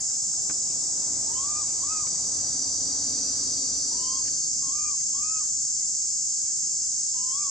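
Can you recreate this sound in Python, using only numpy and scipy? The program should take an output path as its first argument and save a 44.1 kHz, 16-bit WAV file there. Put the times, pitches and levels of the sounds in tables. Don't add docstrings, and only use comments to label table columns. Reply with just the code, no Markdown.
import sys
import numpy as np
from scipy import signal
from scipy.fft import rfft, irfft, next_fast_len
from scipy.io import wavfile
from scipy.ndimage import uniform_filter1d, map_coordinates

SR = 44100
rng = np.random.default_rng(int(sys.argv[2]) if len(sys.argv) > 2 else 0)


def wav_out(sig):
    wavfile.write(sys.argv[1], SR, np.round(np.clip(np.atleast_2d(sig).T, -1, 1) * 32767).astype(np.int16))


N = 330734

# frequency in Hz, relative level in dB.
LEAF_SPECTRUM = [(88, -29), (150, 4), (278, -6.5), (368, -9), (448, -16), (577, -15), (2590, -13.5),
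                 (3680, -15), (4300, -12), (5590, -1), (9460, -120)]
HISS_SPECTRUM = [(6000, -30), (9000, 12.5), (10500, 0.5), (12000, -9.5), (15500, -20), (17000, -60)]
TYRE_SPECTRUM = [(88, -24), (150, -5.5), (206, -4.5), (264, -4.5), (306, -2), (739, -9.5), (2040, -22.5),
                 (2950, -34), (3500, -19.5), (4550, -54), (7700, -120)]
BOOM_SPECTRUM = [(12, -32), (25, -6), (35, -1.5), (50, -10), (66, 0.5), (80, -1.5), (96, -1.5), (130, 3.5),
                 (200, -2), (300, -11), (570, -120)]
# time in seconds, tyre roar level in dB.
PASS_BY = [(0, -60), (.5, -57), (1.2, -50.5), (1.9, -55.5), (2.3, -49.5), (2.7, -51.5), (3.4, -50.5),
           (3.85, -52), (4.25, -55.5), (5, -60.5), (6.1, -65), (7.5, -65)]
# levels before, during and after in dB, then four times in
# seconds that, taken in rising order, mark where the move starts, levels off, resumes and ends.
THROB_PHRASE = (-74, -59, -69.5, -2, 3.5, 4, 6.5)
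HUM_PHRASE = (-62, -55, -68.5, 2, 1.8, 3.5, 3.9)
WHINE_PHRASE = (-85, -63, -106, -5, .5, 3.5, 3)
MURMUR_PHRASE = (-69.5, -58, -80, 0, 1.7, 3.4, 2)
REV_PHRASE = (-1.5, 9.5, -3, 3, 2, 3.5, 5)
# start in seconds, crack peak in dB, thud level in dB, crack pitch in Hz.
GROUND_TICKS = [(0.3392, -41.5, -50, 1050), (0.4971, -30.5, -40, 1230), (0.5092, -34, -38, 1070),
                (2.07, -36, -61, 1060), (4.22, -45, -62, 1070), (4.2543, -44, -56, 2100),
                (4.268, -42, -57, 2200), (4.2801, -38.5, -46, 2040)]
# start and length in seconds, first and last pitch in Hz, level in dB.
FAR_PEEPS = [(3.093, .05, 2370, 2350, -66), (3.15, 0.18, 2490, 2610, -67), (4.98, 0.045, 1924, 2130, -62.5),
             (5.781, 0.093, 818, 880, -63.5), (5.787, 0.07, 2120, 1940, -65.5),
             (6.29, 0.16, 2330, 2430, -77), (6.296, .035, 3050, 3150, -65), (6.352, 0.071, 1650, 1660, -68),
             (6.454, 0.034, 2320, 2200, -65), (6.455, 0.078, 1770, 1680, -68.5)]
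# time in seconds, pitch in Hz, level in dB.
COO_CONTOURS = [
    [(1.265, 886, -55), (1.309, 900, -49), (1.337, 980, -57), (1.371, 1032, -44.5), (1.477, 1183, -46),
     (1.609, 1220, -44.5), (1.655, 932, -56)],
    [(1.82, 1006, -54), (1.84, 1103, -44), (1.858, 1147, -55.5), (1.92, 1277, -42), (1.996, 1250, -45),
     (2.03, 1200, -46.5), (2.055, 1010, -51)],
    [(3.91, 911, -59), (3.916, 910, -52.5), (4.03, 1024, -50), (4.116, 1049, -44.5), (4.188, 1073, -50),
     (4.204, 1046, -48), (4.222, 910, -64)],
    [(4.62, 1103, -55), (4.698, 1050, -49.5), (4.744, 1178, -50.5), (4.79, 1208, -48.5),
     (4.892, 1204, -44.5), (4.934, 1115, -51), (4.946, 1038, -53)],
    [(5.14, 1007, -56), (5.15, 1075, -52), (5.246, 1232, -48.5), (5.326, 1287, -47), (5.396, 1264, -47),
     (5.418, 1177, -52), (5.432, 1045, -59)],
    [(7.148, 946, -57), (7.162, 980, -55), (7.316, 1047, -49.5), (7.384, 1144, -45.5), (7.424, 1197, -48),
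     (7.48, 1090, -46), (7.5, 1084, -53)],
]
COO_BRIGHTNESS = [(-5, 3), (-4, -4), (1, 3.5), (2, -2), (0, 1), (2.5, 3)]
# frequency in Hz, overtone level against the fundamental in dB.
THROAT_RESPONSE = [(1700, -18), (2000, -28), (2280, -27), (2400, -11), (2560, -10), (2750, -32),
                   (3080, -10), (3450, -16), (3580, -27), (3900, -30)]
# clicks per second, then the body's modes,
# each with centre in Hz, width in Hz and level in dB.
SOLO_VOICES = [(447.3, [(7980, 1140, 0)]), (391.4, [(6880, 870, 16), (7600, 2400, -5)]),
               (312.5, [(3967, 480, 0)])]
CHOIR_VOICES = [(330, [(4835, 326, -5), (5930, 470, 0), (6164, 280, -11.5)]), (350, [(4505, 290, 6.5),
                (9360, 1140, -8.5)]), (400, [(6466, 400, 0)]), (410, [(7204, 324, 0)]),
                (420, [(5895, 300, -1), (6894, 370, 4.5), (7810, 430, 2)]), (450, [(5183, 265, -9),
                (5435, 577, -1), (6197, 250, 1.5), (7170, 790, -3.5), (7405, 274, 1.5), (8297, 367, -7)])]
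SOLO_DYNAMICS = [(-54, -45.5, -60, 0, 1.2, 3.6, 4.4), (-46, -41, -70, 0, 1.2, 2, 2.9),
                 (-65, -56.5, -70, 0, 3.3, 3.7, 4.3)]
CHOIR_DYNAMICS = [(-46.5, -31, -50.5, 0.44, 2.7, 3.84, 5.5), (-58.5, -44, -52, 2.2, 3.26, 4.5, 4.46),
                  (-35, -30.5, -32.5, 4.02, 4.2, 4.8, 7.1), (-34.5, -31.5, -34, 4.1, 5, 5.8, 7.2),
                  (-33, -38, -34.5, 2.65, 2.4, 4.6, 5.6), (-32, -35.5, -31.5, 1, 2.2, 1.74, 4.2)]
# frequency in Hz, gain in dB.
DISTANCE_EQ = [(3000, -2.5), (4500, 1), (8500, 0), (11000, -12), (16000, -9)]
# frequency in Hz, side against mid in dB.
STEREO_WIDTH = [(60, -18), (180, -18), (540, -12), (1000, -12), (1610, -10), (2780, -9), (4810, -5.5),
                (8320, -3.5), (12000, -2)]


def amp(db):
    return 10 ** (np.asarray(db) / 20)


def unit(x):
    return x / np.sqrt(np.mean(x ** 2) + 1e-20)


def along(points, hz):
    freqs, values = np.transpose(points)
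    return np.interp(np.log(hz + 1), np.log(freqs + 1), values)


def curves(rows):
    times, *columns = np.transpose(rows)
    return [np.interp(np.arange(N) / SR, times, column) for column in columns]


def phrase(before_db, during_db, after_db, *times):
    return np.interp(np.arange(N) / SR, np.sort(times), [before_db, during_db, during_db, after_db])


def wobble(rate):
    return map_coordinates(rng.standard_normal(int(N * rate / SR) + 4), [np.arange(N) * rate / SR])


def filtered(x, response):
    size = next_fast_len(N + SR // 2)
    return irfft(rfft(x, size) * response(np.fft.rfftfreq(size, 1 / SR)), size)[..., :N]


def stereo(mid_side, spectrum=((1, 0),), left_lead_s=14e-6):
    def matrix(hz):
        spread = np.arctan(amp(along(STEREO_WIDTH, hz)))
        lead = np.exp(1j * np.pi * hz * left_lead_s)
        mid, side = amp(along(spectrum, hz)) * [np.cos(spread), np.sin(spread)]
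        return np.array([[mid * lead, side * lead], [mid / lead, -side / lead]])
    return filtered(mid_side, matrix).sum(axis=1)


def rush(spectrum, patchy_db):
    cells = signal.stft(rng.standard_normal((2, N)), nperseg=512)[2]
    patches = uniform_filter1d(rng.standard_normal(cells.shape[1:]), size=5, axis=0)
    patches = unit(uniform_filter1d(patches, size=12, axis=1))
    noise = signal.istft(cells * amp(patchy_db * patches), nperseg=512)[1][:, :N]
    return unit(stereo(noise, spectrum))


def blurred_tone(hz, width_hz):
    phase = 2 * np.pi * np.cumsum(hz * np.ones(N)) / SR
    return unit(wobble(width_hz) * np.sin(phase) + wobble(width_hz) * np.cos(phase))


def forest(x, t60, wet_db):
    t = np.arange(SR // 3) / SR
    echoes = rng.standard_normal((2, len(t))) * amp(-60 * t / t60)
    echoes *= amp(wet_db) / np.linalg.norm(echoes[0])
    echoes[0, 0] = 1
    return signal.oaconvolve(x[None], echoes, axes=1)[:, :N]


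def air(calming_db_per_s=.5, gust_db=1.5):
    hiss = amp(-56) * rush(HISS_SPECTRUM, patchy_db=1.5)
    breeze_db = -55.5 - calming_db_per_s * np.arange(N) / SR + gust_db * wobble(2.88)
    return amp(breeze_db) * rush(LEAF_SPECTRUM, patchy_db=3.5) + hiss


def vehicle():
    roar_db, = curves(PASS_BY)
    mean_db = roar_db.mean()
    swell_db = roar_db - mean_db
    tyres = amp(roar_db + wobble(5.07)) * rush(TYRE_SPECTRUM, patchy_db=1.5)
    tyres *= amp([[.9], [-.9]])
    boom = amp(mean_db - .5 + .49 * swell_db) * rush(BOOM_SPECTRUM, patchy_db=1.1)
    throb = amp(phrase(*THROB_PHRASE)) * blurred_tone(hz=66, width_hz=17)
    hum = amp(phrase(*HUM_PHRASE)) * blurred_tone(hz=96, width_hz=16)
    drone_hz = np.interp(np.arange(N) / SR, [4.2, 6], [269.7, 261.7])
    drone_db = mean_db - 6 + .61 * swell_db + phrase(*REV_PHRASE)
    drone = amp(drone_db) * blurred_tone(drone_hz, width_hz=45)
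    whine = amp(phrase(*WHINE_PHRASE)) * blurred_tone(hz=730, width_hz=120)
    murmur = amp(phrase(*MURMUR_PHRASE)) * blurred_tone(hz=1000, width_hz=600)
    return tyres + boom + throb + hum + drone + whine + murmur


def ground_ticks(crack_t60=.029, ring_t60=.0013, thud_t60=.14, thud_hz=290):
    ticks = np.zeros((2, N + SR))
    t = np.arange(SR // 8) / SR
    for start, peak_db, thud_db, hz in GROUND_TICKS:
        ring = t * amp(-60 * t / ring_t60) * np.cos(2 * np.pi * hz * t)
        burst = amp(-60 * t / crack_t60) * rng.standard_normal((2, len(t)))
        crack = signal.fftconvolve(burst, ring[None], axes=1)[:, :len(t)]
        crack *= amp(peak_db) / np.abs(crack[0]).max()
        crack[0] += amp(thud_db - 60 * t / thud_t60) * np.sin(2 * np.pi * thud_hz * t)
        ticks[:, round(start * SR):][:, :len(t)] += crack
    return stereo(ticks[:, :N])


def peeps():
    calls = np.zeros(N)
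    shake_hz = 35 * wobble(149)
    for start, length, first_hz, last_hz, db in FAR_PEEPS:
        progress = np.linspace(0, 1, round(length * SR))
        hz = first_hz + (last_hz - first_hz) * progress + shake_hz[:len(progress)]
        arch = np.sqrt(np.abs(np.sin(np.pi * progress)))
        calls[round(start * SR):][:len(hz)] += amp(db) * arch * np.sin(2 * np.pi * np.cumsum(hz) / SR)
    flutter = amp(4.5 * wobble(90))
    return forest(calls * flutter, t60=.25, wet_db=-3)


def monkey(fade_s=.011, dulling_s=.05):
    t = np.arange(N) / SR
    hz, db = curves(np.concatenate(COO_CONTOURS))
    starts, stops = np.array([(coo[0][0], coo[-1][0]) for coo in COO_CONTOURS]).T
    nearest_coo = np.abs(t[:, None] - np.clip(t[:, None], starts, stops)).argmin(axis=1)
    elapsed, remaining = t - starts[nearest_coo], stops[nearest_coo] - t
    gate = np.clip(np.minimum(elapsed, remaining) / fade_s + 1, 0, 1)
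    dull_db = -12 * np.clip(1 - remaining / dulling_s, 0, 1)
    shake = .0051 * (wobble(120) + wobble(35))
    phase = 2 * np.pi * np.cumsum(hz * (1 + shake)) / SR
    voice = amp(1.55 * wobble(60)) * np.sin(phase)
    breath = wobble(250)
    for k, bright_db in enumerate(np.transpose(COO_BRIGHTNESS), 2):
        flicker_db = .9 * k * np.minimum(wobble(45) * 1.6, 1)
        overtone_db = along(THROAT_RESPONSE, k * hz) + bright_db[nearest_coo] + dull_db + flicker_db
        voice += amp(overtone_db) * np.sin(k * phase + .055 * k ** 2 * breath)
    return forest(gate * np.sqrt(2) * amp(db) * voice, t60=.6, wet_db=-15)


def tymbal(rate, drift, jitter, scatter_db, count=4500):
    gaps = 1 + drift * unit(uniform_filter1d(rng.standard_normal(count), size=5))
    beats = np.cumsum(gaps) + rng.random() + jitter * rng.standard_normal(count)
    strengths = amp(scatter_db * rng.standard_normal(count))
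    return np.bincount((beats / rate * SR).astype(int), strengths, N)[:N]


def cicada_body(clicks, modes):
    def response(f):
        ring = sum(amp(db) * (1j * f * width / (hz * hz - f * f + 1j * f * width)) ** 2
                   for hz, width, db in modes)
        return ring * amp(along(DISTANCE_EQ, f))
    return unit(filtered(clicks, response))


def cicada_soloists():
    buzz = 0
    for (rate, modes), dynamics in zip(SOLO_VOICES, SOLO_DYNAMICS):
        clicks = forest(tymbal(rate, drift=.002, jitter=.04, scatter_db=2), t60=.2, wet_db=-4)
        buzz += amp(phrase(*dynamics)) * cicada_body(clicks, modes)
    return buzz


def cicada_choirs(singers=3):
    drone = 0
    for (rate, modes), dynamics in zip(CHOIR_VOICES, CHOIR_DYNAMICS):
        paces = rate * (1 + .08 * rng.standard_normal(singers))
        clicks = sum(forest(tymbal(pace, drift=.015, jitter=.03, scatter_db=1.2), t60=.29, wet_db=7.5)
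                     for pace in paces)
        drone += amp(phrase(*dynamics)) * cicada_body(clicks, modes)
    return drone


def scene():
    animals = cicada_choirs() + cicada_soloists() + monkey() + peeps()
    return stereo(animals) + ground_ticks() + vehicle() + air()


def record(dry, ceiling=.175, top_hz=15830):
    power = np.abs(uniform_filter1d(np.mean(dry ** 2, axis=0), size=1500, mode="reflect"))
    gain = (power / np.mean(power) + 1e-9) ** -.3
    clipped = np.clip(dry * gain, -ceiling, ceiling)
    return filtered(clipped, lambda hz: hz < top_hz)


dry = scene()
out = record(dry)
wav_out(out)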